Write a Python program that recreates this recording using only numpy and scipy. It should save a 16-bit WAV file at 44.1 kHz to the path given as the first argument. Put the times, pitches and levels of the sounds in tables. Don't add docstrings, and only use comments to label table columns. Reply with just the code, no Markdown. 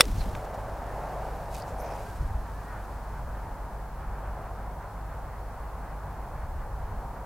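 import sys
import numpy as np
from scipy import signal
from scipy.fft import rfft, irfft
from scipy.io import wavfile
from scipy.ndimage import uniform_filter1d

SR = 44100
rng = np.random.default_rng(int(sys.argv[2]) if len(sys.argv) > 2 else 0)


def digitize_waveform(pressure):
    field = np.atleast_2d(pressure).T
    bounded = np.clip(field, -1, 1)
    quanta = np.round(bounded * 32767).astype(np.int16)
    wavfile.write(sys.argv[1], SR, quanta)


N = 319725
T = np.arange(N) / SR
STRIKE_S = .00765


def undb(db):
    return 10 ** (np.asarray(db) / 20)


def unit(x):
    return x / np.sqrt(np.mean(x ** 2))


def walk(rate):
    step = int(SR / rate)
    steps = np.repeat(rng.standard_normal(N // step + 2), step)
    return unit(uniform_filter1d(steps, step)[:N])


def colour(x, points):
    hz, db = np.transpose(points)
    f = np.maximum(np.fft.rfftfreq(N, 1 / SR), 1)
    skirts = np.minimum(f / hz[0], 1) ** 3 * np.minimum(hz[-1] / f, 1) ** 3
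    gain = undb(np.interp(np.log(f), np.log(hz), db))
    return unit(irfft(rfft(x) * skirts * gain, N))


def noise(side_db, grain_db=0):
    mid, side = rng.standard_normal((2, N))
    stereo = mid + undb(side_db) * np.array([side, -side])
    return unit(stereo * undb(grain_db * walk(1100)))


def gliding_noise(hz, width_hz, side_db):
    lowpass = signal.butter(2, width_hz / 2, fs=SR, output="sos")
    eddies = signal.sosfilt(lowpass, noise(side_db) + 1j * noise(side_db))
    carrier = np.exp(2j * np.pi * np.cumsum(hz) / SR)
    return unit(np.real(eddies * carrier))


def band(x, hz, width):
    hz = min(hz, .45 * SR)
    return signal.lfilter(*signal.iirpeak(hz, hz / min(width, SR / 4), fs=SR), x)


def decay(start, t60, rise):
    age = np.maximum(T - start, 0)
    return (1 - np.exp(-age / rise)) * np.exp(-np.log(1000) * age / t60)


def swell(peak_s, half_s):
    return np.exp(-((T - peak_s) / half_s) ** 2)


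def swells(rows, steady_db=-120):
    power = sum((undb(db) * swell(s, half_s)) ** 2 for s, db, half_s in rows)
    return np.sqrt(undb(steady_db) ** 2 + power)


def tone(hz, db, waver):
    phase = 2 * np.pi * np.cumsum(hz * (1 + waver * walk(90))) / SR
    return undb(db) * unit(np.sin(phase))


def bursts(rows, t60, rise, width_share):
    grit = noise(side_db=-13.0)
    total = 0
    for s, db, hz in rows:
        width = width_share * hz
        burst = unit(band(band(grit, hz, width), hz, width))
        total = total + undb(db) * burst * decay(s, t60, rise)
    return total


# (peak t/s, level/dB, half-length t/s)
MIC_GUSTS = [(.115, -26.5, .05), (.185, -24, .042), (.285, -31.5, .02), (.35, -30.5, .026),
             (1.72, -45, 0.19), (2.23, -26, 0.05), (2.35, -30, 0.061), (3.26, -35.5, .08),
             (3.5, -38.5, 0.1), (4.08, -36, 0.074), (4.3, -36.5, 0.036), (6.55, -33, 0.18),
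             (6.89, -34.5, 0.2)]
# (f/Hz, relative level/dB per Hz)
WIND_SPECTRUM = [(18, -4), (30, 1), (52, 0), (75, -6), (110, -14), (160, -23), (250, -33), (450, -44)]


def wind(breeze_db=-42.7, breeze_waver_db=0.6):
    eddies = colour(noise(side_db=-26), WIND_SPECTRUM)
    eddies = eddies / np.sqrt(uniform_filter1d(np.mean(eddies ** 2, axis=0), size=3000))
    return eddies * swells(MIC_GUSTS, breeze_db + breeze_waver_db * walk(6.5))


# (peak t/s, half-length t/s, roar level/dB, hiss level/dB)
PASSING_CARS = [(.92, 0.19, -58, -48.5), (2.717, 0.12, -63, -51), (4.404, 0.33, -47, -51.5),
                (7.201, 0.38, -47.5, -72)]
# (f/Hz, relative level/dB per Hz)
ROAR_SPECTRUM = [(120, -9), (200, -7.5), (330, -8), (480, -3.5), (640, -1), (820, 1.5), (950, -0.5),
                 (1200, -10), (1700, -32)]
TYRE_SPECTRUM = [(700, -16), (1000, 2.5), (1250, 2), (1600, -1), (2000, -9), (2600, -17.5), (3500, -27.5),
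                 (5000, -41.5)]
RUMBLE_SPECTRUM = [(70, 0.5), (110, 0), (160, -3.5), (230, -10), (330, -17.5)]


def traffic(roar_db=-44, tyre_db=-50.5, roar_waver_db=0.44, tyre_waver_db=1.1):
    rumble_start_db, rumble_fade_db_per_s = -45, 0.5
    roar_level = swells([(s, db, half_s) for s, half_s, db, _ in PASSING_CARS], roar_db)
    tyre_level = swells([(s, db, half_s) for s, half_s, _, db in PASSING_CARS], tyre_db)
    roar = colour(noise(side_db=-16.0), ROAR_SPECTRUM) * roar_level * undb(roar_waver_db * walk(10))
    tyres = colour(noise(side_db=-14.0), TYRE_SPECTRUM) * tyre_level * undb(tyre_waver_db * walk(20))
    rumble_level = undb(rumble_start_db - rumble_fade_db_per_s * T)
    rumble = colour(noise(side_db=-15.0), RUMBLE_SPECTRUM) * rumble_level
    return roar + tyres + rumble


# (multiple of its firing rate, mean rms level/dB)
ENGINE_ORDERS = [(1, -40), (2, -53.5), (3, -57.5)]


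def engine(firing_hz=50.4, drift=0.0046, waver_db=0.2):
    phase = 2 * np.pi * np.cumsum(firing_hz * (1 + drift * walk(3))) / SR
    hum = 0
    for order, db in ENGINE_ORDERS:
        level = np.sqrt(2) * undb(db + waver_db * walk(2.8))
        hum = hum + level * np.sin(round(order) * phase)
    return hum


# (mean f/Hz, rms level/dB)
INSECT_TONES = [(4269, -82.5), (4398, -88.5)]


def insects(waver=0.0028):
    return sum(tone(hz, db, waver) for hz, db in INSECT_TONES)


# (f/Hz, relative level/dB per Hz)
HISS_SPECTRUM = [(1500, 0), (3200, 0), (4300, 0.75), (6000, -0.44), (10000, -0.19), (16000, -0.66)]


def hiss(level_db=-61):
    return undb(level_db) * colour(noise(side_db=-1.5), HISS_SPECTRUM)


# (peak t/s, level/dB before flutter, half-length t/s)
FAR_GUSTS = [(.52, -39.5, 0.36), (1.15, -38, 0.42), (1.68, -41.5, .14), (1.89, -37.5, 0.17)]
# (f/Hz, relative level/dB per Hz)
LEAF_SPECTRUM = [(200, -17), (350, -13.5), (480, -6.5), (620, -3), (760, -2.5), (920, -8.5), (1150, -17),
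                 (1650, -20.5), (2400, -32)]


def trees(calm_hz=478, gust_hz=863, sough_width_hz=420, sough_db=-45.5):
    gust = swells(FAR_GUSTS)
    force = gust / gust.max()
    rush = colour(noise(side_db=-22.5), LEAF_SPECTRUM) * gust
    sough_hz = calm_hz + (gust_hz - calm_hz) * force
    sough = gliding_noise(sough_hz, sough_width_hz, side_db=-22.0) * undb(sough_db) * force ** 2
    return (rush + sough) * undb(.5 * walk(23))


# (f/Hz, relative level/dB per Hz)
GRASS_SPECTRUM = [(200, -22), (1200, 3), (2500, -3.5), (3600, 1.5), (4600, -4.5), (5400, -2), (6500, -13),
                  (8600, -2), (10900, -9), (11700, -19), (13500, -19), (14800, -10.5), (15700, -21)]


def swing(wake_width_hz=200):
    swish_db, swish_half_s = -26, .0115
    swish = undb(swish_db) * swell(STRIKE_S, swish_half_s)
    tear_db, tear_lead_s, tear_rise_s, tear_fall_s = -11, .0005, .0009, .0033
    age = T - (STRIKE_S - tear_lead_s)
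    tear = undb(tear_db) * np.exp(-np.maximum(-age / tear_rise_s, age / tear_fall_s))
    grass = colour(noise(side_db=-12.5), GRASS_SPECTRUM) * np.hypot(swish, tear)
    whoosh_db, whoosh_lead_s, whoosh_half_s = -22, .0089, .011
    whoosh = undb(whoosh_db) * swell(STRIKE_S - whoosh_lead_s, whoosh_half_s)
    wake_db, wake_lasts_s = -40.5, .34
    wake = undb(wake_db) * np.exp(-(T / wake_lasts_s) ** 8)
    top_hz, end_hz, sink_s = 545.5, 90, .072
    air_hz = end_hz + (top_hz - end_hz) * swell(STRIKE_S, sink_s)
    air = gliding_noise(air_hz, wake_width_hz, side_db=-15) * np.hypot(whoosh, wake)
    return grass + air


# (f/Hz, width f/Hz, relative level/dB)
HEAD_MODES = [(1190, 440, -6), (1975, 110, -1.5), (2470, 350, -4), (3475, 110, 2), (4020, 380, -8),
              (5210, 270, -3), (5490, 115, -1.8), (6370, 200, -20), (7770, 125, -12.5), (8110, 95, -10.5),
              (8900, 420, -5.8), (9820, 540, -15), (10900, 130, -24), (12320, 65, -20.5), (14750, 480, -17)]


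def strike(ring_db=-47.0, build_share=.26):
    contact_s, release_s = .000125, .00013
    push = -np.exp(-.5 * ((T - STRIKE_S) / contact_s) ** 2)
    age = np.maximum(T[:SR // 8] - STRIKE_S - release_s, 0)
    ring = 0
    for k, (hz, width, db) in enumerate(HEAD_MODES):
        fade = np.exp(-np.pi * width * age)
        build = 1 - fade ** (1 / build_share)
        mode = undb(db + ring_db) * width * fade * build * np.sin(2 * np.pi * hz * age)
        ring = ring + (-1) ** k * mode
    return push + np.pad(ring, (0, N - len(age)))


def scattered(crack, scatter_db=-14, t60=0.012):
    age = T[:SR // 40]
    paths = rng.standard_normal(len(age)) * np.exp(-np.log(1000) * age / t60)
    side = undb(scatter_db) * signal.fftconvolve(crack, paths / np.linalg.norm(paths))[:N]
    side = side - crack * (side @ crack) / (crack @ crack)
    return crack + np.array([side, -side])


# (f/Hz, relative level/dB per Hz)
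SOIL_SPECTRUM = [(710, -24.5), (1200, -3), (1380, -14.5), (1600, -8.5), (2140, -11.5), (3980, -15),
                 (5040, -14.5), (9680, -18), (15500, -21.5)]


def spray(level_db=-48.5, t60_s=2.9, build_s=0.009, clump_db=1.5, crumb_db=1.8):
    crumbs = colour(noise(side_db=-13.0, grain_db=crumb_db), SOIL_SPECTRUM)
    clumps = undb(clump_db * walk(110))
    return crumbs * clumps * undb(level_db) * decay(STRIKE_S, t60_s, build_s)


# (start t/s, relative level/dB, centre f/Hz)
SMALL_TICKS = [(.0315, -40, 3200), (.038, -40, 3200), (.0415, -40, 2800), (.0532, -33.5, 3700),
               (.0845, -41, 2000), (.208, -37, 1300), (.215, -35, 1300), (.2398, -43, 2800),
               (.2895, -50, 3500), (.3385, -45, 2200), (.347, -37, 1100), (.3508, -29.5, 1350),
               (1.7125, -49, 2400)]
# (start t/s, level/dB before the envelope, centre f/Hz)
DULL_THUDS = [(.052, -32, 200), (.079, -35, 170), (.262, -31.5, 180), (.338, -33, 170)]
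# (start t/s, relative level/dB, centre f/Hz)
SHIRT_SCRAPES = [(1.541, -42, 6000), (1.5465, -34, 6000), (1.554, -37, 4000), (1.566, -36.5, 6500),
                 (1.582, -38, 7000), (1.599, -37, 5000), (1.621, -43, 4800), (1.7905, -48, 8000)]


def ticks(gain_db=-2, scrape_db=-1.5):
    knocks = bursts(SMALL_TICKS, t60=.016, rise=.00035, width_share=1.5)
    thuds = bursts(DULL_THUDS, t60=.09, rise=.002, width_share=1.2)
    scrapes = bursts(SHIRT_SCRAPES, t60=.012, rise=.0006, width_share=1.5)
    return undb(gain_db) * knocks + thuds + undb(scrape_db) * scrapes


# (peak t/s, level/dB before flutter, half-length t/s)
CLOTH_MOVES = [(.205, -52.5, 0.039), (1.25, -60, 0.62), (1.552, -52.5, 0.039), (1.59, -54, 0.027),
               (1.688, -58, 0.027), (2.02, -57, 0.23), (2.7, -64, 0.97)]
# (f/Hz, relative level/dB per Hz)
CLOTH_SPECTRUM = [(1200, -17), (2400, 2), (3500, -2.5), (4500, -1), (5600, -1.5), (7500, -3.5), (11000, -5),
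                  (13000, -6), (15500, -11.5)]
# (peak t/s, level/dB before catching, half-length t/s,
# mean f/Hz at the peak, glide in Hz per s, width f/Hz)
GLOVE_SLIDES = [(0.185, -58, .014, 6100, -5000, 1500), (0.213, -50, 0.023, 4170, -4000, 500),
                (1.55, -53, 0.015, 2470, 1502.5, 500), (1.612, -57, 0.027, 4700, -4000, 700),
                (1.6225, -49.5, 0.0032, 4800, -4000, 800), (1.687, -60, 0.023, 6330, 2000, 2400),
                (1.794, -58, 0.017, 9800, 29998, 1400), (1.817, -54, 0.023, 12200, 94998, 2800),
                (1.804, -57, .016, 5700, -5000, 900), (1.858, -59, 0.038, 5700, -4000, 1500),
                (1.926, -59, 0.022, 5400, 4002, 800), (1.95, -63, 0.018, 7200, 7999, 2800),
                (1.915, -60.5, 0.14, 2394, 499, 400)]


def golfer(flutter_db=0.8, catch_db=2.5, wobble_share=0.0263):
    cloth = colour(noise(side_db=-10.0, grain_db=1.56), CLOTH_SPECTRUM)
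    rustle = cloth * swells(CLOTH_MOVES) * undb(flutter_db * walk(90))
    wobble = 1 + wobble_share * walk(120)
    rubs = 0
    for s, db, half_s, hz, glide, width_hz in GLOVE_SLIDES:
        rub_hz = hz * wobble + glide * (T - s)
        rubs = rubs + gliding_noise(rub_hz, width_hz, side_db=-8) * undb(db) * swell(s, half_s)
    return rustle + rubs * unit(undb(catch_db * walk(250)))


# (middle t/s, half-length t/s, level/dB before the swell, top f/Hz before warble)
FAR_CALLS = [(.9, 0.057, -59, 1830), (2.09, 0.053, -54, 1594), (2.575, 0.052, -56.5, 1740),
             (2.69, 0.05, -57, 1910), (2.73, 0.072, -56, 1477), (3.17, .05, -57.5, 1517)]


def birds(warble=0.00405, arch_share=0.17):
    calls = 0
    for s, half_s, db, top_hz in FAR_CALLS:
        effort = swell(s, half_s)
        hz = top_hz * (1 - arch_share * (1 - np.sqrt(effort)))
        calls = calls + effort * tone(hz, db, warble)
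    return calls


def scene(dip_db=-4, dip_s=0.17):
    distance = (trees() + traffic()) * undb(dip_db * swell(STRIKE_S, dip_s))
    background = wind() + distance + engine() + insects() + hiss()
    shot = swing() + scattered(strike()) + spray() + ticks() + golfer()
    return background + shot + birds()


def record(dry, top_hz=15850):
    rounded = dry / (1 + dry ** 8) ** (1 / 8)
    return signal.sosfilt(signal.ellip(10, .1, 80, top_hz, fs=SR, output="sos"), rounded)


dry = scene()
out = record(dry)
digitize_waveform(out)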